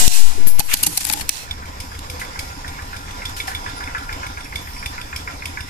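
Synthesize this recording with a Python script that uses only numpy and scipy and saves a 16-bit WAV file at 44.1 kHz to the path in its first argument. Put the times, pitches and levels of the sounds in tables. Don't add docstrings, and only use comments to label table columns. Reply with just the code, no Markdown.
import sys
import numpy as np
from scipy import signal
from scipy.fft import rfft, irfft, next_fast_len
from scipy.io import wavfile
from scipy.ndimage import uniform_filter1d, map_coordinates

SR = 44100
rng = np.random.default_rng(int(sys.argv[2]) if len(sys.argv) > 2 else 0)


def pcm_store(signal):
    levels = np.round(np.clip(np.atleast_2d(signal), -1, 1) * 32767)
    wavfile.write(sys.argv[1], SR, levels.astype(np.int16).T)


def elevation(decibels):
    levels = np.asarray(decibels, float)
    return 10 ** (levels / 20)


N = 250929
T = np.arange(N) / SR
TOP_HZ = 14350
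PORT_LAG_S = 18 / SR

# time_s, pressure
PORT_SWAY = [(0, -0.1), (.03, -0.75), (.16, -0.93), (.24, -1.16), (.36, 0.15), (.46, 0.9), (.58, 0.58),
             (.82, 0.053), (1.2, -0.029)]
# freq_hz, level_db_per_hz
AIR_SPECTRUM = [(530, -15), (900, -10), (1290, -12), (1950, -2), (2120, -6), (2770, -3), (7740, -1.5),
                (11200, -9), (14300, -18.5)]
# time_s, left_minus_right_db
RIFLE_PAN = [(0, -3.5), (.25, 1), (.6, 7.5), (.74, 7), (.88, 1.5), (1.0, 5), (1.1, 10.5), (1.22, 9.5),
             (1.29, -9.5)]
# freq_hz, level_db, t60_s
TARGET_MODES = [(229, -2.5, 1.2), (731, 6.5, 1.13), (2003, -27, 1.3), (2470, -2.5, 1.4), (2886, 3.5, 1.17),
                (4011, 2, 0.92), (5030, 6, .3), (5440, -2, .3), (7250, -1, .3), (6980, -5, 0.63),
                (3580, -10, 0.67), (7670, 18, 0.071), (7670, 10, .6)]
# freq_hz, level_db_per_hz
RUMBLE_SPECTRUM = [(12, -3), (22, 0), (32, 2), (48, -3.5), (75, 0.5), (130, -10.5), (211, -14.5),
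                   (400, -23), (600, -42)]
# freq_hz, level_db_per_hz
MOTOR_SPECTRUM = [(120, -3.5), (200, -7), (276, -4.5), (369, -8), (459, -2), (614, -5), (978, 1),
                  (1120, -3), (2210, -5), (3140, -13), (3420, -9), (4450, -14), (5070, -6), (5960, -13.5),
                  (6700, -12.5), (8450, -20), (14300, -120)]
# freq_hz, level_db_per_hz
RUSTLE_SPECTRUM = [(1760, -67), (3000, -13), (4430, -11.5), (5050, -2.5), (6000, -11), (12600, -14.5),
                   (14400, -37), (14900, -49), (15400, -77)]
# center_s, half_length_s, height_db
CAMERA_JOLTS = [
    (0, 0.047, 8),
    (.07, 0.023, 7.5),
    (.52, 0.12, 0.5),
    (.87, 0.07, 13.5),
    (1.17, 0.085, 7.5),
    (1.36, 0.11, -1.5),
]
# center_s, half_length_s, height_db
LEAF_GUSTS = [
    (2.45, 0.1, 3.5),
    (3.36, 0.26, 2.5),
    (4.74, 0.13, 5.5),
]
# time_s, load_db
MOTOR_LOAD = [(0, 0), (1.5, -8.5), (2.4, -0.5), (2.75, 1.5), (3.15, 3.5), (3.5, 2.5), (3.9, 7.5), (4.24, 6),
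              (4.36, -5), (5.69, -4)]
# freq_hz, width_hz, level_db, growth_db_per_db_load
MOTOR_TONES = [(792, 83, -51, 0.36), (989, 52, -45, 0.45), (1409.5, 32, -47.5, 1.26),
               (5100, 110, -56.5, -0.06)]
# start_s, level_db, decay_ms
LEVER_SNAPS = [
    (.0788, 16, 0.56),
    (0.0808, 5, 1.2),
    (1.2922, -27, 0.73),
    (1.2919, 9, 1.03),
    (1.2945, 5.5, 1),
]
# freq_hz, width_hz, level_db
TUBE_MODES = [(2590, 280, -6), (4200, 290, -2), (5710, 300, -3), (6920, 220, -2.5), (8200, 820, -7),
              (10150, 1040, -2.5), (10580, 320, 1), (13960, 970, -9.5)]
# center_s, half_length_s, level_db
TUBE_REFILLS = [
    (0.054, .008, -40),
    (0.136, 0.037, -21.5),
    (1.3, 0.016, -32),
    (1.357, 0.048, -32.5),
    (1.425, 0.032, -37.5),
]
# peak_s, peak_db, brightness_db, length_ms
BOLT_CONTACTS = [(0.08, -13, 5.5, 1), (0.465, -20, 1, 1.5), (0.4713, -9, 15, 1.2), (0.49, -16, 15, 1),
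                 (.485, -18.5, 6, 21), (0.587, -23, -12, 3.4), (0.5916, -11, 18, .8), (.5962, 6, 8.5, 1.52),
                 (.6015, 8.5, 4, 1.2), (.605, 3, -3.5, 2.7), (.738, -1, -4, 2.3), (0.7416, 7, 3.5, 2.2),
                 (0.748, -4, 0, 6), (0.8306, -0.5, 15, 1.5), (.834, 3.5, 17, 2.5), (.837, 3, 11, 2.8),
                 (.772, -9, 14, 5.7), (.846, -1.5, 12, 5.4), (0.863, 1, 12, 1.7), (.8675, 8, 8, 2.5),
                 (.872, 6, 6, 3.3), (0.9758, 2, 11, 4), (1.011, -7.5, -1, 5.2), (1.045, -14, 8, 2),
                 (1.0513, -1, 8, 1.4), (1.0698, -7, 19, .9), (1.092, -16, 7, 4.5),
                 (1.0993, -0.5, -4.5, 1.85), (1.1155, -11, 5, 1), (1.1265, -2, 17, .9),
                 (1.132, -10.5, 10, 2.8), (1.137, -2, -2.5, 2.3), (1.2107, -9.5, -3, 1.5),
                 (1.216, -17, -3, 4), (1.295, -10, -7, 2.2)]
# freq_hz, level_db_per_hz
CLACK_SPECTRUM = [(590, -16), (1000, -8), (3610, 2), (4330, 5.5), (5450, 1), (6470, 4), (7420, 2),
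                  (10600, 2.5), (13600, -5.5), (15400, -16.5)]
# freq_hz, width_hz, level_db
STOCK_MODES = [(180, 70, -1), (308, 41, -2.5), (820, 71, -4), (1570, 130, -3), (2420, 490, -8.5)]
# freq_hz, level_db, t60_s
SPRING_MODES = [(6500, -15, 0.081), (10900, 9.5, 0.079), (12400, 2.5, 0.066), (12800, -11, 0.16),
                (12840, 1, 0.054), (13300, -22, 0.3), (13000, 1.5, 0.055), (14300, -21, 0.073)]
# start_s, level_db
SPRING_PLUCKS = [
    (0.47, -25),
    (0.477, -23),
    (0.497, -34),
    (.597, -17),
    (0.739, -39),
    (0.866, -12),
]
# time_s, level_db
BOLT_DRAW = [(.67, -58), (.69, -27), (.713, -27), (.717, -20), (.724, -21), (.728, -19), (.734, -18),
             (.742, -40)]
# start_s, piston_db, valve_db
STROKES = [(1.5078, -22, -36), (1.654, -30, -28.5), (1.8012, -16, -37), (1.9488, -28, -31),
           (2.0977, -17.5, -36), (2.2455, -29, -21.5), (2.39, -12.5, -26.5), (2.5347, -54, -32),
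           (2.6772, -22, -25.5), (2.8193, -28.5, -26.5), (2.9629, -23, -22), (3.108, -27.5, -32),
           (3.2518, -17.5, -25), (3.3994, -23.5, -35), (3.547, -20.5, -24), (3.6935, -26, -21),
           (3.8371, -28, -23.5), (3.9809, -26, -17), (4.125, -22.5, -20.5), (4.264, -23.5, -20.5),
           (4.405, -33, -20.5), (4.556, -16.5, -25), (4.705, -51, -27), (4.8581, -16, -24.5),
           (5.0121, -25, -21.5), (5.1599, -15, -22), (5.3073, -35.5, -19), (5.4543, -16.5, -23),
           (5.605, -23.5, -18)]
# lag_s, level_db
FRAME_ROCKS = [
    (-.0025, 0.5),
    (.034, -7.5),
    (.069, -7),
    (.104, -10.5),
]
# start_s, peak_db, t60_s
HAND_CREAKS = [(0.3794, -32, 0.042), (0.7683, -10, 0.069), (1.99, -12.5, 0.024), (2.195, -16.5, 0.23),
               (3.2934, -18, 0.045), (3.364, -17, 0.43), (3.472, -18, 0.3), (4.4443, -24, 0.071),
               (4.7314, -28, 0.05)]
# start_s, freq_hz, level_db, t60_s
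KNOCKS_AND_PINGS = [(0.351, 268, -31, .05), (.378, 405, -27.5, 0.13), (.398, 287, -29.5, 0.14),
                    (0.461, 180, -29, .07), (.498, 10950, -26, 0.15), (.603, 837, -0.5, 0.035),
                    (.603, 2530, -10, .03), (.660, 10990, -38, .1), (.835, 2770, -8.5, 0.064),
                    (.868, 301, -13.5, 0.13), (.869, 855, -3, 0.028), (0.871, 178, -14, 0.12),
                    (.977, 807, -18, 0.061), (1.012, 7570, -20, .12), (1.013, 820, -29, .07),
                    (1.045, 7700, -16, .04), (1.068, 824, -23.5, 0.058), (1.070, 289, -32, 0.081),
                    (1.101, 853, -12.5, 0.043), (1.138, 837, -9.5, 0.063), (1.141, 298, -27.5, 0.24),
                    (1.170, 880, -19.5, .07), (1.195, 870, -15.5, 0.035), (1.208, 4440, -18, 0.03),
                    (1.509, 3540, -15, 0.051), (2.090, 494, -38.5, .98), (2.212, 2050, -24.5, 0.13),
                    (2.679, 3650, -30, .08), (3.254, 3520, -19.5, 0.09), (3.255, 4900, -23, 0.027),
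                    (3.400, 3510, -20, 0.083), (3.401, 2250, -21.5, 0.059), (3.478, 757, -20.5, 0.14),
                    (3.479, 5140, -27, 0.067), (3.548, 3530, -20.5, 0.095), (3.549, 2330, -28, 0.054),
                    (4.861, 2334, -14, 0.029), (5.200, 3500, -33, .08), (5.16, 5430, -25, .06)]
# start_s, length_s, level_db, brightness_db
STEEL_SLIDES = [
    (0.711, 0.093, -27, 4),
    (0.9, 0.13, -28.5, 6),
    (1.073, 0.13, -27.5, -0.5),
    (1.324, 0.056, -37.5, 5),
    (1.413, 0.052, -55, -3),
]
# freq_hz, width_hz, level_db
VALVE_PLATES = [
    [(1037, 99, -1.5), (1443, 210, 1.5), (1730, 90, 5)],
    [(2023, 130, -2.5), (2397, 183, -2.5)],
]
# start_s, valve_db
PLATE_REBOUNDS = [
    (3.476, -21),
    (3.874, -21.5),
    (4.4528, -31),
    (4.764, -31),
]
UPPER_SEATING_DB = [-4, 3, -5, 0, 0, -2, -2, -1, -6, -2, -0.5, 6, 6, 0, 0, 0.5, -2.5, -4, 1, -4, -0.5, 6, 1,
                    -1, -6, -4, -3.5, 0, -5, -2.5, 4, 3, 8]
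# freq_hz, width_hz, level_db
HEAD_MODES = [(2246, 156, 6.5), (3530, 100, 6), (5040, 330, -8.5), (5280, 79, -4), (8050, 280, -15),
              (9500, 400, -11.5)]
# center_s, half_length_s, high_db, low_db
BELT_SQUEAKS = [
    (3.674, .025, -52, -55),
    (3.779, 0.014, -42, -54),
    (4.452, 0.02, -53, -41),
    (4.746, .015, -52, -41),
    (4.798, .02, -50, -39.5),
]
# freq_hz, t60_s
WALL_DECAY = [(200, 0.13), (2000, 0.27), (12000, 0.39)]
# freq_hz, left_minus_right_db
PORT_COLOUR = [(60, -1), (110, 1.5), (200, -1.5), (380, -1.5), (700, -1.5), (1290, 0), (2380, -2.5),
               (4400, -5), (8120, -0.5), (15000, 17.5)]
# freq_hz, coherence
PORT_LIKENESS = [(60, 1), (300, 0.84), (1500, 0.44), (5000, 0.032), (12000, 0.052)]
# start_s, drop_db
GAIN_DUCKS = [(0.079, 18), (0.473, 4), (0.5959, 18), (0.603, 9), (0.742, 18), (0.838, 15.5), (0.870, 13.5),
              (0.981, 10.5), (1.098, 3.5), (1.138, 10.5), (1.2936, 14)]


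def unit(x):
    return x / np.sqrt(np.mean(x ** 2) + 1e-20)


def along(points, hz):
    f, v = np.transpose(points)
    return np.interp(np.log(hz + 1), np.log(f + 1), v)


def curves(rows):
    s, *cols = np.transpose(rows)
    return [np.interp(T, s, c) for c in cols]


def humps(rows):
    out = np.zeros(N)
    for s, half_s, height in rows:
        near = slice(max(round((s - 4 * half_s) * SR), 0), round((s + 4 * half_s) * SR))
        out[near] += height * np.exp(-((T[near] - s) / half_s) ** 2)
    return out


def wander(size, rate_hz):
    return map_coordinates(rng.standard_normal(size), [T * rate_hz])


def filtered(x, response):
    m = next_fast_len(x.shape[-1] + 4096)
    return irfft(rfft(x, m) * response(np.fft.rfftfreq(m, 1 / SR)), m)[..., :x.shape[-1]]


def body(modes):
    def response(f):
        total = 0
        for k, (c, w, db) in enumerate(modes):
            total = total + (-1) ** k * elevation(db) * 1j * f * w / (c * c - f * f + 1j * f * w)
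        return total
    return response


def tone(hz, width_hz):
    return unit(filtered(rng.standard_normal(N), lambda f: body([(hz, width_hz, 0)])(f) ** 2))


def rush(spectrum, alike=PORT_LIKENESS):
    hz = np.fft.rfftfreq(next_fast_len(N), 1 / SR)
    turn = np.arccos(np.clip(along(alike, hz), -1, 1)) / 2
    z = rng.standard_normal((2, len(hz))) + 1j * rng.standard_normal((2, len(hz)))
    z = z * elevation(along(spectrum, hz)) * (hz < TOP_HZ)
    mid, side = irfft(z * [np.cos(turn), np.sin(turn)])[:, :N]
    return unit(np.array([mid + side, mid - side]))


def patchy(x, depth_db):
    z = signal.stft(x, nperseg=512)[2]
    field = uniform_filter1d(rng.standard_normal(z.shape[1:]), size=4, axis=0)
    field = uniform_filter1d(field, size=12, axis=1)
    y = signal.istft(z * elevation(depth_db * unit(field)), nperseg=512)[1][:, :N]
    return unit(filtered(y, lambda hz: hz < TOP_HZ))


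def struck(times_s, levels_db, t60_s, rise_s):
    env, t = np.zeros(N + SR), T[:SR // 5]
    for s, db, t60 in np.broadcast(times_s, levels_db, t60_s):
        env[round(s * SR):][:len(t)] += elevation(db - 60 * t / t60) * (1 - np.exp(-t / rise_s))
    return env[:N]


def ringing(modes, s, db, rough, seconds):
    t, out = T[:round(seconds * SR)], np.zeros(N)
    x = np.zeros(len(t))
    for hz, level_db, t60_s in modes:
        strength = elevation(db + level_db + rng.normal(0, 1.0) - 60 * t / t60_s)
        drift = rough * np.cumsum(rng.standard_normal(len(t)))
        x += strength * np.sin(2 * np.pi * hz * t + drift)
    out[round(s * SR):][:len(t)] = x * np.clip(t / 0.0025, 0, 1)
    return out


def sides(db):
    return np.array([elevation(db / 2), elevation(-db / 2)]).reshape(2, -1)


def tilt(db):
    return lambda hz: elevation(db * np.log2(np.clip(hz, 800, 15000) / 6000) / 2)


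def hisser():
    air = rush(AIR_SPECTRUM, alike=[(100, 0.069)])
    top = filtered(air, lambda hz: 1 / (1 + (8000 / (hz + 1)) ** 4))
    return lambda db, bright_db: elevation(db) * (air + (elevation(bright_db) - 1) * top)


def blast():
    hold_s, fade_db_per_s, bright_db, dull_db_per_db = 0.17, 71, 11.5, 0.81
    hiss = hisser()
    lost_db = fade_db_per_s * np.clip(T - hold_s, 0, None)
    level_db = -24.5 + 4 * np.exp(-T / 0.045) + 4 * np.exp(-T / 0.0034) - lost_db
    burst = hiss(level_db, np.clip(bright_db - dull_db_per_db * lost_db, 0, None))
    leak = hiss(-51.5, 2.8) * (T < 1.5)
    return (burst + leak) * sides(curves(RIFLE_PAN)[0])


def target():
    return ringing(TARGET_MODES, 0, -37.0, rough=0.0087, seconds=0.6) * sides(-10.0)


def yard():
    jolt_db = humps(CAMERA_JOLTS)
    rumble_db = -36 + 0.85 * jolt_db - 1.7 * (T < 1.5)
    flutter_db = 1.57 * wander(200, 25)
    motor_db = -37 + 0.24 * curves(MOTOR_LOAD)[0] + 0.74 * jolt_db + flutter_db
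    rumble = elevation(rumble_db) * rush(RUMBLE_SPECTRUM, alike=[(30, 0.96), (300, 0.97)])
    motor = elevation(motor_db) * patchy(rush(MOTOR_SPECTRUM), depth_db=2.0)
    rustle = elevation(-47 + humps(LEAF_GUSTS)) * patchy(rush(RUSTLE_SPECTRUM), depth_db=4.0)
    return rumble + motor + np.clip(T - .9, 0, 1) ** 2 * rustle


def motor_whine():
    load_db, = curves(MOTOR_LOAD)
    return sum(elevation(db + grows * load_db) * tone(hz, w) for hz, w, db, grows in MOTOR_TONES)


def lever():
    t = T[:2 * SR]
    snap = np.zeros(len(t))
    for s, db, ms in LEVER_SNAPS:
        snap += elevation(db) * (t > s) * np.exp(-np.clip(t - s, 0, 1) * 1000 / ms)
    ring = elevation(4.5) * filtered(snap * rng.standard_normal((2, len(t))), body(TUBE_MODES))
    narrow = body([(hz, w / 2.5, db) for hz, w, db in TUBE_MODES[:6]])
    sharp = lambda f: narrow(f) / (1 + (f / 7500) ** 3) + 0.078 * (f > 1800) * (f < TOP_HZ)
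    swell = humps([(s, w, elevation(db)) for s, w, db in TUBE_REFILLS])[:len(t)]
    hiss = swell * unit(filtered(rng.standard_normal((2, len(t))), sharp))
    return np.pad(ring + hiss, ((0, 0), (0, N - len(t))))


def bolt():
    out, lead = np.zeros((2, N)), 512
    t = T[:4096] - lead / SR
    for s, db, bright_db, ms in BOLT_CONTACTS:
        pan_db = np.interp(s, *np.transpose(RIFLE_PAN))
        knock_db = -15 + (0.81 - 1) * db - 0.53 * (bright_db - 5.0)
        u = (t - [[0], [.0015]]) / (ms / 1000 * np.array([[1], [1.3]]))
        swell = np.exp(-np.clip(np.where(u < 0, u * u, u), 0, 20))
        grain_gain = elevation(4.2 * rng.standard_normal((2, 256)).repeat(16, axis=1))
        grains = swell * grain_gain * rng.standard_normal((2, len(t)))
        parts_db = 2.4 * rng.standard_normal(40)

        def colour(hz):
            ring_db = along(CLACK_SPECTRUM, hz) + np.interp(hz / 450, np.arange(40), parts_db)
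            return elevation(ring_db) * tilt(bright_db)(hz)
        steel = filtered(grains, colour)
        steel_scale = 2.7 * np.linalg.norm(steel, axis=1) / np.linalg.norm(swell, axis=1)
        wood = filtered(grains, body(STOCK_MODES))
        hit = steel / steel_scale[:, None] * sides(pan_db) + elevation(knock_db) * wood / np.abs(wood).max()
        out[:, round(s * SR) - lead:][:, :len(t)] += elevation(db) * hit
    return out


def bolt_spring():
    return sum(ringing(SPRING_MODES, s, db, rough=0.11, seconds=.3) for s, db in SPRING_PLUCKS) * sides(10.0)


def frame():
    turn_s, masked_thump_db = 0.15, -37
    s, tick_db, _ = np.transpose(STROKES)
    thump_db = np.append(-29 + 0.42 * (tick_db + 22.5), np.full(9, masked_thump_db))
    s = np.append(s, s[0] - turn_s * np.arange(1, 10))

    def blows(lag_s, db):
        return np.bincount(np.round((s + lag_s) * SR).astype(int), elevation(db), N + SR)[:N]
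    rocks = sum(blows(lag_s, thump_db + db + 55) for lag_s, db in FRAME_ROCKS)
    thump = filtered(rocks, lambda f: (body([(78, 48, 0)])(f) / (1 + 1j * f / 150)) ** 2)
    puff_lag_s = .035 + .002 * rng.standard_normal(len(s))
    puff_db = 16 - 8 * (s < 1.4) + 1.14 * rng.standard_normal(len(s))
    intake = filtered(blows(puff_lag_s, puff_db), lambda f: body([(275, 50, 0)])(f) ** 2)
    return thump + intake


def creaks_and_knocks():
    s, db, t60_s = np.transpose(HAND_CREAKS)
    creak = rush([(500, -33), (1500, 4.5), (5000, 3.5), (12000, -1), (15000, -17)])
    knock = np.zeros(N)
    for at_s, hz, level_db, d in KNOCKS_AND_PINGS:
        knock += ringing([(hz, level_db, d)], at_s, 0, rough=0.035 if hz < 1000 else 0.08, seconds=0.3)
    rattle = elevation(1.84 * wander(1000, 150))
    return struck(s, db - 13.0, t60_s, 0.00064) * creak + knock * rattle


def bolt_scrape():
    stick = elevation(2.4 * rng.standard_normal(N // 64 + 1).repeat(64)[:N])
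    channel = body([(1580, 720, 2), (2130, 670, 5.5), (2680, 650, 4.5), (4400, 870, -8), (7500, 8900, -14)])
    scrape = unit(filtered(stick * rng.standard_normal((2, N)), channel))
    return elevation(curves(BOLT_DRAW)[0]) * (T < 1) * scrape


def slides():
    rise_db_per_s, fall_db_per_s, pan_widening = 304, 500, 1.4
    hiss, out = hisser(), 0
    for s, length_s, db, bright_db in STEEL_SLIDES:
        before_db = rise_db_per_s * np.clip(s - T, 0, None)
        after_db = fall_db_per_s * np.clip(T - s - length_s, 0, None)
        out = out + hiss(db - before_db - after_db, bright_db)
    catch = elevation(2.3 * wander(3000, 400) - 0.5)
    return out * catch * sides(pan_widening * curves(RIFLE_PAN)[0])


def valves():
    lead_s, t60_s, tightens_s_per_s, upper_db, warm_db_per_s = .0335, 0.088, 0.0082, -1, 3
    out, t = np.zeros((2, N + SR)), T[:4096]
    slaps = [(s - lead_s, db) for s, _, db in STROKES] + PLATE_REBOUNDS
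    for (s, db), seat_db in zip(slaps, UPPER_SEATING_DB):
        age_s = s - T.mean()
        high_gain = elevation(upper_db + seat_db + warm_db_per_s * age_s)
        decay = elevation(-60 * t / (t60_s - tightens_s_per_s * age_s))
        puff = decay * (rng.standard_normal(len(t)) + 0.42 * rng.standard_normal((2, len(t))))
        low, high = 1 + 0.031 * rng.standard_normal(2)

        def plates(f):
            both = body(VALVE_PLATES[0])(f * low) - high_gain * body(VALVE_PLATES[1])(f * high)
            return both / (1 + 1j * (f / 2900) ** 5)
        slap = filtered(puff, plates)
        out[:, round(s * SR):][:, :len(t)] += elevation(db + 4.0) * slap / np.abs(slap).max()
    return out[:, :N]


def piston():
    warm_db_per_s = 2
    s, tick_db, _ = np.transpose(STROKES)
    clank_db = -30 + 0.56 * (tick_db + 24.0) + warm_db_per_s * (s - T.mean())
    tick = struck(s, tick_db - 10, 0.068, 0.0012) * rush(RUSTLE_SPECTRUM)
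    jolt = struck(s, clank_db + 20, .02, .002) * rng.standard_normal(N)
    return tick + filtered(jolt, body(HEAD_MODES))


def belt():
    high = humps([(s, w, elevation(high_db)) for s, w, high_db, _ in BELT_SQUEAKS])
    low = humps([(s, w, elevation(low_db)) for s, w, _, low_db in BELT_SQUEAKS])
    return high * tone(9900, 79) + low * tone(5450, 79)


def walls(x):
    hz, t, z = signal.stft(rng.standard_normal((2, SR // 2)), SR, nperseg=256)
    decay = elevation(-60 * t / along(WALL_DECAY, hz)[:, None])
    tail = signal.istft(z * decay, SR, nperseg=256)[1]
    late = np.pad(x, ((0, 0), (500, 0)))
    return signal.fftconvolve(late, tail / np.linalg.norm(tail[0]), axes=1)[:, :N]


def scene():
    rifle = lever() + bolt() + bolt_spring() + bolt_scrape()
    machine = motor_whine() + valves() + piston() + belt()
    thumps = frame()
    echo = walls(elevation(-14.5) * rifle + elevation(-5.5) * machine + elevation(-10.5) * thumps)
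    air = blast() + target() + slides() + yard() + creaks_and_knocks() + rifle + machine + thumps + echo

    def ports(hz):
        lag = np.exp(-2j * np.pi * hz * PORT_LAG_S)
        return sides(along(PORT_COLOUR, hz)) * [np.ones_like(hz), lag]
    sway = uniform_filter1d(curves(PORT_SWAY + [(1.6, 0)])[0], size=900)
    return filtered(air, ports) + sway * np.array([[1], [0]])


def low_pass(x):
    return signal.sosfilt(signal.butter(12, 15600, fs=SR, output="sos"), x)


def record(dry):
    attack_s, release_s = 0.00037, 0.062
    duck_db = np.zeros(N)
    for s, db in GAIN_DUCKS:
        t = np.clip(T[:2 * SR] - s, 0, None)
        duck_db[:2 * SR] -= db * np.exp(-t / release_s) * (1 - np.exp(-t / attack_s))
    x = dry * elevation(duck_db * np.array([[1], [.45]]))
    x = x / (1 + np.abs(x) ** 8) ** (1 / 8)
    kept = filtered(x, lambda hz: 1 / (1 + (hz / TOP_HZ) ** 120))
    sharp = humps([(s, .004, 1) for s, _ in GAIN_DUCKS])
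    mix = kept + elevation(-17) * sharp * (x - kept)
    return low_pass(mix)


dry = scene()
out = record(dry)
pcm_store(out)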